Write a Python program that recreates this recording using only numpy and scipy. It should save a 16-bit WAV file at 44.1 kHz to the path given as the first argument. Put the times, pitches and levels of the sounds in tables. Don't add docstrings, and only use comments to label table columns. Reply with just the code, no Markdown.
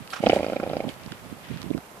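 import sys
import numpy as np
from scipy import signal
from scipy.fft import rfft, irfft
from scipy.io import wavfile

SR = 44100
rng = np.random.default_rng(int(sys.argv[2]) if len(sys.argv) > 2 else 0)


def transcribe(signal):
    frames = np.atleast_2d(signal).T
    limited = np.clip(frames, -1, 1)
    pcm = np.round(limited * 32767).astype(np.int16)
    wavfile.write(sys.argv[1], SR, pcm)


def linear_from_db(decibels):
    return 10 ** (np.asarray(decibels, float) / 20)


N = 88200

# flaps so far, time in seconds.
NEAR_PACE = [(0, .2387), (1, .2693), (2, .3004), (3, .3332), (4, .3642), (5, .3972), (6, .4315), (8, .5),
             (10, .5662), (11, .6001), (13, .6656), (16, .7689), (17, .805), (18, .8426), (19, .8836)]
FAR_PACE = [(0, .2297), (1, .2633), (2, .2977), (3, .3312), (5, .4072), (6, .4455), (8, .5236), (9, .5624),
            (10, .601), (12, .6754), (13, .714), (15, .796), (16, .838)]
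# time in seconds, level in dB.
NEAR_FORCE = [(.235, -5.5), (.27, -1), (.335, -1), (.365, -8), (.4, -13), (.43, -13.5), (.5, -15.5),
              (.55, -11), (.6, -15.5), (.68, -15.5), (.77, -11), (.81, -12.5), (.885, -24)]
FAR_FORCE = [(0.227, -17), (.263, -5), (.3, -0.5), (.335, -7.5), (.37, -5), (.41, -11), (.485, -15.5),
             (.53, -12.5), (.6, -14), (.64, -13.5), (.72, -18), (.76, -24), (.84, -22.5)]
# time in seconds, pitch in Hz.
NEAR_COLUMN = [(.235, 716), (.27, 756), (.335, 733), (.4, 665), (.57, 670), (0.599, 566), (.64, 734),
               (.77, 725), (.885, 660)]
FAR_COLUMN = [(.227, 630), (.263, 640), (.3, 690), (.37, 654), (.44, 660), (.485, 540), (.55, 710),
              (.71, 520), (.76, 680), (.84, 620)]
# time in seconds, level in dB.
WETNESS = [(.235, -10), (.27, -1.5), (.3, -1), (.335, -17.5), (.43, -2.5), (.58, -5.5), (.68, -10),
           (.77, 1), (.88, -14)]
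# pitch in Hz, width in Hz, level in dB, left over right in dB.
NASAL = [(1357, 350, -14.5, -2), (2322, 396, -15.5, -6), (3000, 337, -19, 1), (3820, 660, -21.5, -8),
         (4740, 330, -27.5, -7.5)]
# time in seconds, level in dB.
OPENING = [
    (.235, -13),
    (.35, -5.5),
    (.5, -2.5),
    (.58, 6),
    (.7, -1.5),
    (.85, -6.5),
]
# time in seconds, level in dB.
FLOW = [
    (.19, -57),
    (.235, -36.5),
    (.28, -34.5),
    (.34, -33),
    (.42, -42),
    (.8, -41.5),
    (.89, -43.5),
    (.93, -49),
    (1.0, -55),
]
# time in seconds, level in dB.
HISS = [
    (.19, -54.5),
    (.25, -42),
    (.29, -41),
    (.33, -36),
    (.43, -48.5),
    (.6, -55),
    (.86, -65),
    (.893, -41.5),
    (.94, -57),
]
# time in seconds, level in dB.
SNIFF = [
    (.1, -65),
    (.128, -39),
    (.1315, -40),
    (.134, -29.5),
    (.14, -31),
    (.152, -42),
    (.167, -33),
    (.182, -43.5),
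    (.2, -43),
]
# time in seconds, level in dB.
SNIFF_HISS = [(.097, -60), (.103, -46), (.12, -43.5), (.13, -51), (.14, -46), (.155, -53), (.17, -55),
              (.2, -53)]
# pitch in Hz, width in Hz, level in dB.
MUZZLE = [(796, 160, 0), (1175, 134, 1), (1350, 190, 5), (1800, 370, 3.5), (2400, 330, 2),
          (3300, 1050, 4.5), (4430, 560, -3), (5500, 880, 2)]
# time in seconds, level in dB, pitch in Hz.
BUFFETS = [(.009, -30, 175), (0.022, -32, 123), (0.2054, -18.5, 212), (0.852, -19, 230), (0.868, -22, 203),
           (.876, -17, 230), (0.895, -24, 254), (.965, -37, 200), (1.052, -41, 224), (1.063, -27.5, 226),
           (1.077, -26, 169), (1.117, -25.5, 139), (1.127, -27.5, 278), (1.258, -35, 230),
           (1.316, -28.5, 186), (1.327, -23, 230), (1.505, -21.5, 176), (1.513, -19, 209),
           (1.521, -22.5, 178), (1.538, -36, 200), (1.5446, -26, 203), (1.55, -31, 172), (1.562, -24, 210),
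           (1.569, -30.5, 150), (1.584, -35, 204), (1.602, -30, 225), (1.643, -24, 267), (1.664, -24, 282),
           (1.706, -14.5, 270), (1.713, -10.5, 296), (1.75, -12.5, 274), (1.756, -22, 243),
           (1.772, -19.5, 245), (1.787, -28.5, 243)]
# time in seconds, level in dB.
GUST = [(0, -41.5), (.06, -55.5), (.19, -54), (.25, -36.5), (.5, -42), (.8, -39), (.9, -44), (1.0, -44.5),
        (1.14, -49.5), (1.3, -43), (1.45, -49.5), (1.52, -36), (1.62, -41), (1.7, -36.5), (1.78, -30),
        (1.82, -59.5), (2, -59)]
# time in seconds, peak in dB,
# ring in Hz, left over right in dB, snap in dB.
TICKS = [(0.075, -34, 1300, -7, 11), (.0765, -29, 2650, 1, -11), (.263, -12.5, 3130, -13, -18),
         (.2678, -6, 2410, -10, -25), (0.2999, -14.5, 2400, -9, -25), (.334, -40, 5500, -4, 6),
         (.288, -17, 4830, -12, -20), (.291, -27.5, 5000, -14, -20), (.694, -26, 3800, -6, -9),
         (.997, -37, 1990, -3, 3), (0.104, -35, 3300, -13, 13.5), (0.31, -16, 2270, 10, -22),
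         (.321, -14.5, 2400, -9, -23), (0.388, -20.5, 2020, 2, -6), (0.89, -18, 3140, -2, -26),
         (.9404, -40, 3500, 14, 10), (1.035, -38.5, 4950, 19, -6), (1.062, -43.5, 3000, -16, 18),
         (1.0826, -33, 1040, 0, -11), (1.1199, -26, 1450, -6.5, 7), (1.1209, -26, 3200, -10, 1),
         (1.1794, -38.5, 2040, 8, -3), (1.2685, -47, 1150, 5, -3), (1.4253, -51, 3000, 2, 3),
         (1.472, -34.5, 2500, 1, -2), (1.487, -37, 1430, -12, 5), (1.5725, -34.5, 1560, -13.5, 9),
         (1.617, -35, 1160, -16, 14.5), (1.629, -38, 1350, -14, 15.5), (1.7048, -30, 3580, -6, -7),
         (1.733, -32, 2600, -2, -9), (1.737, -29, 2190, -3, -9), (1.743, -34, 2400, -3, -9),
         (1.7774, -30, 1350, -8.5, 5.5), (1.778, -29, 650, -7, -20), (1.804, -38, 2150, -8, -9),
         (1.84, -44, 1530, -3, 0)]
# time in seconds, level in dB.
RUSTLE = [(0, -53.5), (.8, -51), (.95, -54.5), (1.13, -50), (1.25, -57.5), (1.41, -53.5), (1.45, -48),
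          (1.52, -50), (1.58, -47), (1.65, -55.5), (1.8, -59), (2, -63.5)]
# pitch in Hz, level in dB per Hz.
AIR = [(30, -3.5), (200, -3.5), (560, -1), (1100, -2.5), (1800, -9), (3700, -18.5), (6200, -20.5),
       (9000, -19)]
# pitch in Hz, likeness where 1 is the same.
LIKENESS = [(60, 0.97), (300, 0.75), (640, 0.7), (1400, 0), (3000, 0), (7000, 0)]
# pitch in Hz, left over right in dB.
LEAN = [(60, -14), (180, 6.5), (540, -3.5), (1630, -2.5), (4910, -11), (14800, -1.5)]

NEAR_HZ, NEAR_WIDTH_HZ, FAR_WIDTH_HZ = 640, 234, 360
SOFT_HZ, VENT_HZ = 690, 170
LEAD_S = .0021
FLAP_LUCK_DB, MODE_LUCK_DB = .7, 3.5
SPRAY_S, SPRAY_DB = 0.0062, -5
SIBILANT_HZ, SIBILANT_DB = 3500, -3.5
HORSE_PAN_DB, PORT_LAG = -4, 4
GROUND_S, GROUND_DB = .0037, -12
WIND_HZ, BUFFET_DAMPING = 230, 1
TICK_CYCLES = 5.8
SNAP_HZ, SNAP_WIDTH_HZ = 4300, 1800
RUSTLE_PER_S = 2500
DRIP_S, DRIP_DB, DRIP_HZ = 1.976, -41, 420
AIR_DB = -49.5
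HEADROOM, CUTOFF_HZ = .95, 15200


def rms_one(x):
    return x / np.sqrt(np.mean(x ** 2) + 1e-20)


def in_time(rows):
    return np.interp(np.arange(N) / SR, *np.transpose(rows), left=-120, right=-120)


def at_hz(points, hz):
    f, v = np.transpose(points)
    return np.interp(np.log(np.maximum(hz, 20)), np.log(np.maximum(f, 20)), v)


def cut(x, hz, kind, order=2):
    return signal.sosfilt(signal.butter(order, hz, kind, fs=SR, output="sos"), x)


def drift(rate):
    noise = rng.standard_normal(N + 9000)
    return rms_one(cut(noise, rate, "low")[-N:])


def ring(x, hz, width_hz):
    r, w = np.exp(-np.pi * width_hz / SR), 2 * np.pi * hz / SR
    return signal.lfilter([0, np.sin(w)], [1, -2 * r * np.cos(w), r * r], x + 1e-18)


def body(x, peaks):
    out = 0
    for k, (hz, width, db, *_) in enumerate(peaks):
        out = out + (-1) ** k * linear_from_db(db) * ring(x, hz, width)
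    return out


def grains(rate, spread_db):
    sizes = linear_from_db(spread_db * np.minimum(rng.exponential(1, N), 4)) * rng.choice([-1, 1], N)
    return rms_one(sizes * (rng.random(N) < rate / SR))


def place(x, pan_db):
    return np.array([np.roll(x, -PORT_LAG), x]) * linear_from_db(np.array([[pan_db / 2], [-pan_db / 2]]))


def horse():
    near = nostril(NEAR_PACE, NEAR_FORCE, NEAR_COLUMN, NEAR_WIDTH_HZ)
    far = nostril(FAR_PACE, FAR_FORCE, FAR_COLUMN, FAR_WIDTH_HZ)
    direct = near + far + breath() + sniff()
    return direct + linear_from_db(GROUND_DB) * np.roll(direct, int(GROUND_S * SR), axis=1)


def nostril(pace, force, column, width_hz):
    count, when = np.transpose(pace)
    flap_times = np.interp(np.arange(count[-1] + 1), count, when) - LEAD_S
    at = (flap_times * SR).astype(int)
    luck = rng.standard_normal((len(at), 1 + len(NASAL)))
    strength = linear_from_db(np.interp(at / SR, *np.transpose(force)) + 4.5 + FLAP_LUCK_DB * luck[:, 0])

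    knocks = np.zeros(N + 2000)
    column_hz = np.interp(at / SR, *np.transpose(column))
    for i, hit, hz in zip(at, strength, column_hz):
        knocks[i:i + 2000] += hit * ring(np.arange(2000) == 0, hz, width_hz)
    soft = cut(cut(knocks[:N], SOFT_HZ, "low", order=6), VENT_HZ, "high")
    out = place(soft, HORSE_PAN_DB)

    spray = rng.standard_normal((2, N)) * linear_from_db(SPRAY_DB - 17.5)
    fade = np.exp(-1 / (SPRAY_S * SR))
    wet_db = np.interp(at / SR, *np.transpose(WETNESS))
    opening_db = np.interp(at / SR, *np.transpose(OPENING))
    for k, (top_hz, top_width, db, pan_db) in enumerate(NASAL):
        slap_db = wet_db + (k == 0) * opening_db + db + MODE_LUCK_DB * luck[:, 1 + k]
        slaps = np.zeros(N)
        slaps[at + 45] = strength * linear_from_db(slap_db)
        both = place(slaps, pan_db)
        droplets = signal.lfilter([1], [1, -fade], both) * spray
        ringing = ring(both + droplets, top_hz, top_width)
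        out = out + cut(ringing, [top_hz * 0.89, top_hz * 1.235], "band", order=1)
    return out


def breath():
    air = rng.standard_normal((5, N))
    low = rms_one(cut(ring(air[0], NEAR_HZ, 550), 1014, "low", order=4))
    top = rms_one(cut(body(air[1:3], NASAL), 1920, "high"))
    top = top + linear_from_db(SIBILANT_DB) * cut(air[3:], [SIBILANT_HZ, 10000], "band")
    lean = linear_from_db(np.array([[-2.0], [2.0]]))
    stream = place(linear_from_db(in_time(FLOW) + 3.9 * drift(46)) * low, HORSE_PAN_DB)
    return stream + linear_from_db(in_time(HISS) + 2.2 * drift(73)) * top * lean


def sniff():
    wet = grains(3000, 1.3) + 1.2 * np.array([grains(3000, 5.1), grains(3000, 1.9)])
    lean = linear_from_db(np.array([[-2.5], [2.5]]))
    thin = cut(wet, [2600, 5200], "band") + linear_from_db(-8) * cut(wet, [5000, 12000], "band")
    crackle = linear_from_db(in_time(SNIFF)) * rms_one(body(wet, MUZZLE))
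    return lean * (crackle + linear_from_db(in_time(SNIFF_HISS)) * rms_one(thin))


def wind():
    thumps, t = np.zeros(N), np.arange(N) / SR
    for s, db, hz in BUFFETS:
        u = (t - s) * hz
        swing = np.cos(2 * np.pi * u) + 0.14 * np.cos(2 * np.pi * u * 2.09)
        thumps -= linear_from_db(db) * swing * np.exp(-BUFFET_DAMPING * 2 * u ** 2)
    rumble = rms_one(cut(cut(grains(600, 1.0), WIND_HZ, "low", order=3), 65, "high"))
    right = thumps + linear_from_db(in_time(GUST) + 2.5 * drift(10.5)) * rumble
    return np.array([np.zeros(N), right])


def ticks():
    out = np.zeros((2, N))
    for s, db, hz, pan_db, snap_db in TICKS:
        click = np.zeros(N)
        click[int(s * SR) + 30] = linear_from_db(db)
        tone = cut(ring(click, hz, hz / TICK_CYCLES), [hz * 0.94, hz * 1.45], "band", order=1)
        snap = cut(ring(click, SNAP_HZ, SNAP_WIDTH_HZ), 2700, "high")
        out += place(tone + linear_from_db(snap_db - 3.0) * snap, pan_db)
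    return out


def rustle():
    blades = [rms_one(cut(grains(RUSTLE_PER_S, 2.1), [1400, 3400], "band")) for _ in range(2)]
    return linear_from_db(in_time(RUSTLE) + 2 * drift(26)) * np.array(blades)


def drip():
    drop = np.zeros(N)
    drop[int(DRIP_S * SR)] = linear_from_db(DRIP_DB)
    return ring(drop, DRIP_HZ, 60)


def paddock():
    hz = np.arange(N // 2 + 1) * SR / N
    mid, side = rfft(rng.standard_normal((2, N)))
    alike, lean = np.clip(at_hz(LIKENESS, hz), 0, 1), at_hz(LEAN, hz) / 2
    both = []
    for sign in (1, -1):
        mixed = np.sqrt(1 + alike) * mid + sign * np.sqrt(1 - alike) * side
        both.append(linear_from_db(at_hz(AIR, hz) + sign * lean) * mixed)
    return linear_from_db(AIR_DB + 3.5 + .5 * drift(17.0)) * rms_one(irfft(np.array(both), N))


def scene():
    return horse() + wind() + ticks() + rustle() + drip() + paddock()


def band_limit(x):
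    return signal.sosfilt(signal.butter(12, 15380, fs=SR, output="sos"), x)


def record(dry):
    bent = HEADROOM * np.tanh(cut(dry, 65, "high") / HEADROOM)
    top_cut = signal.cheby2(14, 70, CUTOFF_HZ, fs=SR, output="sos")
    mix = signal.sosfilt(top_cut, bent)
    return band_limit(mix)


dry = scene()
out = record(dry)
transcribe(out)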